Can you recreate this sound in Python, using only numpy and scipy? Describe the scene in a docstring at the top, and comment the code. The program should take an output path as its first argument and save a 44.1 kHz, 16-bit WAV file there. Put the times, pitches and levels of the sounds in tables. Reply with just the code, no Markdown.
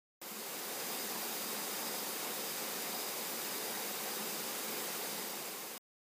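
"""Stream below a forest path

A jungle stream rushes over rocks: modulated noise gives the even wash and spray, and decaying
sinusoids give the bubbles of gurgling, fizzing cascades. A plunge pool booms softly and far insects
shrill in the trees, each as noise in a narrow resonance. The sound cuts in, swells, holds, sinks and
cuts out; both channels are identical."""
import sys
import numpy as np
from scipy import signal
from scipy.fft import rfft, irfft
from scipy.io import wavfile
from scipy.ndimage import uniform_filter1d

SR = 44100
rng = np.random.default_rng(int(sys.argv[2]) if len(sys.argv) > 2 else 0)


def digitize_waveform(pressure):
    """Quantize a signal to 16-bit integers and store it at the path in sys.argv[1].

    Rows of a 2-D input are taken as channels; values are limited to [-1, 1].
    """
    field = np.atleast_2d(pressure).T
    bounded = np.clip(field, -1, 1)
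    quanta = np.round(bounded * 32767).astype(np.int16)
    wavfile.write(sys.argv[1], SR, quanta)


N = 265790
TIME = np.arange(N) / SR  # s

# spectrum of the rush of white water: [f/Hz, relative spectral level/dB]
RUSH_SPECTRUM = [(30, -35), (60, -31.5), (100, -23), (150, -7), (190, -1.5), (290, -1), (420, 2.5),
                 (540, 2), (640, -4.5), (740, 0.5), (1050, -3), (1280, -5), (1500, -6.5), (3200, -10.5),
                 (9000, -28.5)]
# spectrum of the hiss of spray: [f/Hz, relative spectral level/dB]
SPRAY_SPECTRUM = [(300, -26), (1200, -8.5), (2200, -1), (3200, -5.5), (4500, -0.5), (5700, -1), (7500, 0),
                  (9500, -1), (11800, -2), (13500, 1), (15300, 3.5), (16000, -10)]
# surges of the plunge pool: [crest t/s, level above the steady boom/dB]
POOL_SURGES = [(0.38, 11), (0.86, 11), (1.17, 8.5), (1.55, 10), (1.98, 12), (2.38, 7), (2.97, 9),
               (3.86, 10), (4.3, 9.5), (4.76, 8), (5.2, 12.5)]
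# insect voices: [f/Hz, nominal bandwidth/Hz, group 0-2 (index into the chorus shares)]
INSECT_VOICES = [(3605, 120, 0), (3778, 45, 0), (4725, 80, 1), (4880, 60, 2), (5040, 65, 2), (6305, 170, 0)]
# steady song of each insect voice, before the swells: [level/dB]
VOICE_LEVELS = [-65.5, -62.5, -62.5, -63, -63, -65.5]
# swells common to the insects, about two a second: [crest t/s, full rise before sharing/dB]
CHORUS_SWELLS = [(0.92, 5), (1.48, 5.5), (1.88, 6.5), (2.48, 5), (3.01, 7.5), (3.58, 5), (4.24, 5),
                 (4.73, 3), (5.16, 5)]
# how strongly groups 0, 1 and 2 join a swell: [share of its rise in dB]
CHORUS_SHARES = [0.74, 0.77, 0.93]

RUSH_DB, SPRAY_DB, POOL_DB = -45, -42, -65.5  # the pool's is its steady boom
SURGE_S, CHORUS_S = 0.14, 0.18  # time from a crest until its rise in dB is down to 1/e
START_S, STOP_S = 0.2155, 5.779  # the sound cuts in and out
FADE_IN_S, FADE_OUT_S, FADE_DEPTH_DB = 0.73, 0.74, -6  # rise from the depth, and return to it
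EDGE_HZ = 15305  # upper band limit


def gain_of(db):
    """Logarithmic level: 20 dB is a factor of ten in amplitude."""
    return 10 ** (np.asarray(db) / 20)


def evened(x):
    """Normalisation: division by the root mean square gives rms 1."""
    return x / np.sqrt(np.mean(x ** 2) + 1e-20)


def read(points, hz):
    """Interpolation of a spectrum, linear in level over log frequency."""
    f, value = np.transpose(points)
    return np.interp(np.log(hz + 1), np.log(f + 1), value)


def colour(x, points):
    """Linear filtering: the sound's spectrum is multiplied by the given one."""
    gain = gain_of(read(points, np.fft.rfftfreq(N, 1 / SR)))
    return irfft(rfft(x) * gain, N)


def drift(t, slow_hz, fast_hz, count=30):
    """Superposition: sinusoids of random phase between two rates wander irregularly, with rms 1."""
    rates = np.geomspace(slow_hz, fast_hz, count)[:, None]
    phases = rng.random((count, 1))  # in cycles
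    return evened(np.sin(2 * np.pi * (rates * t + phases)).sum(0))


def churn(spectrum, patch_db, surge_db, flicker_db, size):
    """Modulated turbulence noise: time-frequency patches come and go; the whole surges and flickers."""
    hop, window = 128, 512  # samples
    frames, bins = N // hop + 5, window // 2 + 1
    t = np.arange(frames) * hop / SR
    real, imag, patches = rng.standard_normal((3, frames, bins))
    # smoothing over size = (frames, bins) sets the extent of a patch
    patches = uniform_filter1d(patches, size[0], axis=0)
    patches = evened(uniform_filter1d(patches, size[1], axis=1))
    flow_db = surge_db * drift(t, 0.94, 6) + flicker_db * drift(t, 6.8, 45)
    field = (real + 1j * imag) * gain_of(patch_db * patches + flow_db[:, None])
    noise = signal.istft(field.T, nperseg=window, noverlap=window - hop)[1][:N]
    return evened(colour(noise, spectrum))


def bubbles(low_hz, high_hz, per_s, cycles, rise, spread_db, count=36):
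    """Damped bubble resonance: each rings, rising in pitch as it nears the surface; a few are large."""
    out = np.zeros(N)
    for hz in np.geomspace(low_hz, high_hz, count):
        decay_s = cycles / hz
        age = np.arange(int(5 * decay_s * SR)) / (decay_s * SR)  # in decay times
        envelope = np.exp(-age) * (1 - np.exp(-6 * age))
        ring = envelope * np.sin(2 * np.pi * cycles * age * (1 + rise * age))
        births = rng.random(N) < per_s / count / SR
        sizes = gain_of(spread_db * np.minimum(rng.exponential(1, N), 3))
        out += signal.oaconvolve(births * sizes, ring)[:N]
    return evened(out)


def stream():
    """Incoherent superposition of white water, gurgling cascades, trickles, spray and fine fizz."""
    rush = gain_of(RUSH_DB) * churn(RUSH_SPECTRUM, patch_db=0.65, surge_db=0.26, flicker_db=0.2,
                                    size=(20, 4))
    spray = gain_of(SPRAY_DB) * churn(SPRAY_SPECTRUM, patch_db=0.66, surge_db=0.03, flicker_db=0.4,
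                                      size=(12, 10))
    gurgle = gain_of(-59) * bubbles(360, 1200, per_s=350, cycles=9.9, rise=0.014, spread_db=1.5)
    trickle = gain_of(-58.5) * bubbles(999.7, 3208, per_s=330, cycles=19.0, rise=0.008, spread_db=6.5)
    fizz = gain_of(-61.5) * bubbles(2800, 12830, per_s=2000, cycles=6.5, rise=0.01, spread_db=2.0)
    return rush + gurgle + trickle + spray + fizz


def crests(rows, length_s):
    """Gaussian level envelope: each swell rises smoothly to a crest in dB and sinks back."""
    return sum(db * np.exp(-((TIME - s) / length_s) ** 2) for s, db in rows)


def narrow(hz, width_hz):
    """Resonant filtering: noise through one steep resonance is a fuzzy tone, of rms 1."""
    detune = (np.fft.rfftfreq(N, 1 / SR) - hz) / width_hz
    resonance = 1 / (1 + 2 * detune ** 2)
    return evened(irfft(rfft(rng.standard_normal(N)) * resonance, N))


def pool():
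    """Collective resonance: an air cloud driven under the fall throbs at one low pitch with each surge."""
    level_db = POOL_DB + crests(POOL_SURGES, SURGE_S)
    return gain_of(level_db) * narrow(215, 18)


def insects(waver_db=1.0):
    """Scattering: the forest blurs each far singer to a narrow band; all swell, and each wavers alone."""
    out = np.zeros(N)
    coarse_t = TIME[::200]
    chorus_db = crests(CHORUS_SWELLS, CHORUS_S)
    for (hz, width_hz, group), voice_db in zip(INSECT_VOICES, VOICE_LEVELS):
        waver = np.interp(TIME, coarse_t, drift(coarse_t, 3.1, 20))
        effort_db = CHORUS_SHARES[group] * chorus_db + waver_db * waver
        out += gain_of(voice_db + effort_db) * narrow(hz, width_hz)
    return out


def fade():
    """Amplitude envelope: the gain rises linearly after the start, holds, and sinks before the stop."""
    rising, sinking = (TIME - START_S) / FADE_IN_S, (STOP_S - TIME) / FADE_OUT_S
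    opening = np.clip(np.minimum(rising, sinking), 0, 1)
    return gain_of(FADE_DEPTH_DB) * (1 - opening) + opening


def scene():
    """Linear superposition: water and insects add under one fade, the same in both ears."""
    forest = fade() * (stream() + pool() + insects())
    return np.array([forest, forest])


def record(dry, low_cut_hz=85):
    """Band limitation: the microphone sheds deep bass, the sound cuts in and out, then treble is cut."""
    high_pass = signal.butter(2, low_cut_hz, "highpass", fs=SR, output="sos")
    lean = signal.sosfilt(high_pass, dry)
    running = (TIME >= START_S) & (TIME < STOP_S)
    low_pass = signal.firwin(2047, EDGE_HZ, window=("kaiser", 9), fs=SR)
    return signal.oaconvolve(lean * running, low_pass[None], "same")


dry = scene()
out = record(dry)
digitize_waveform(out)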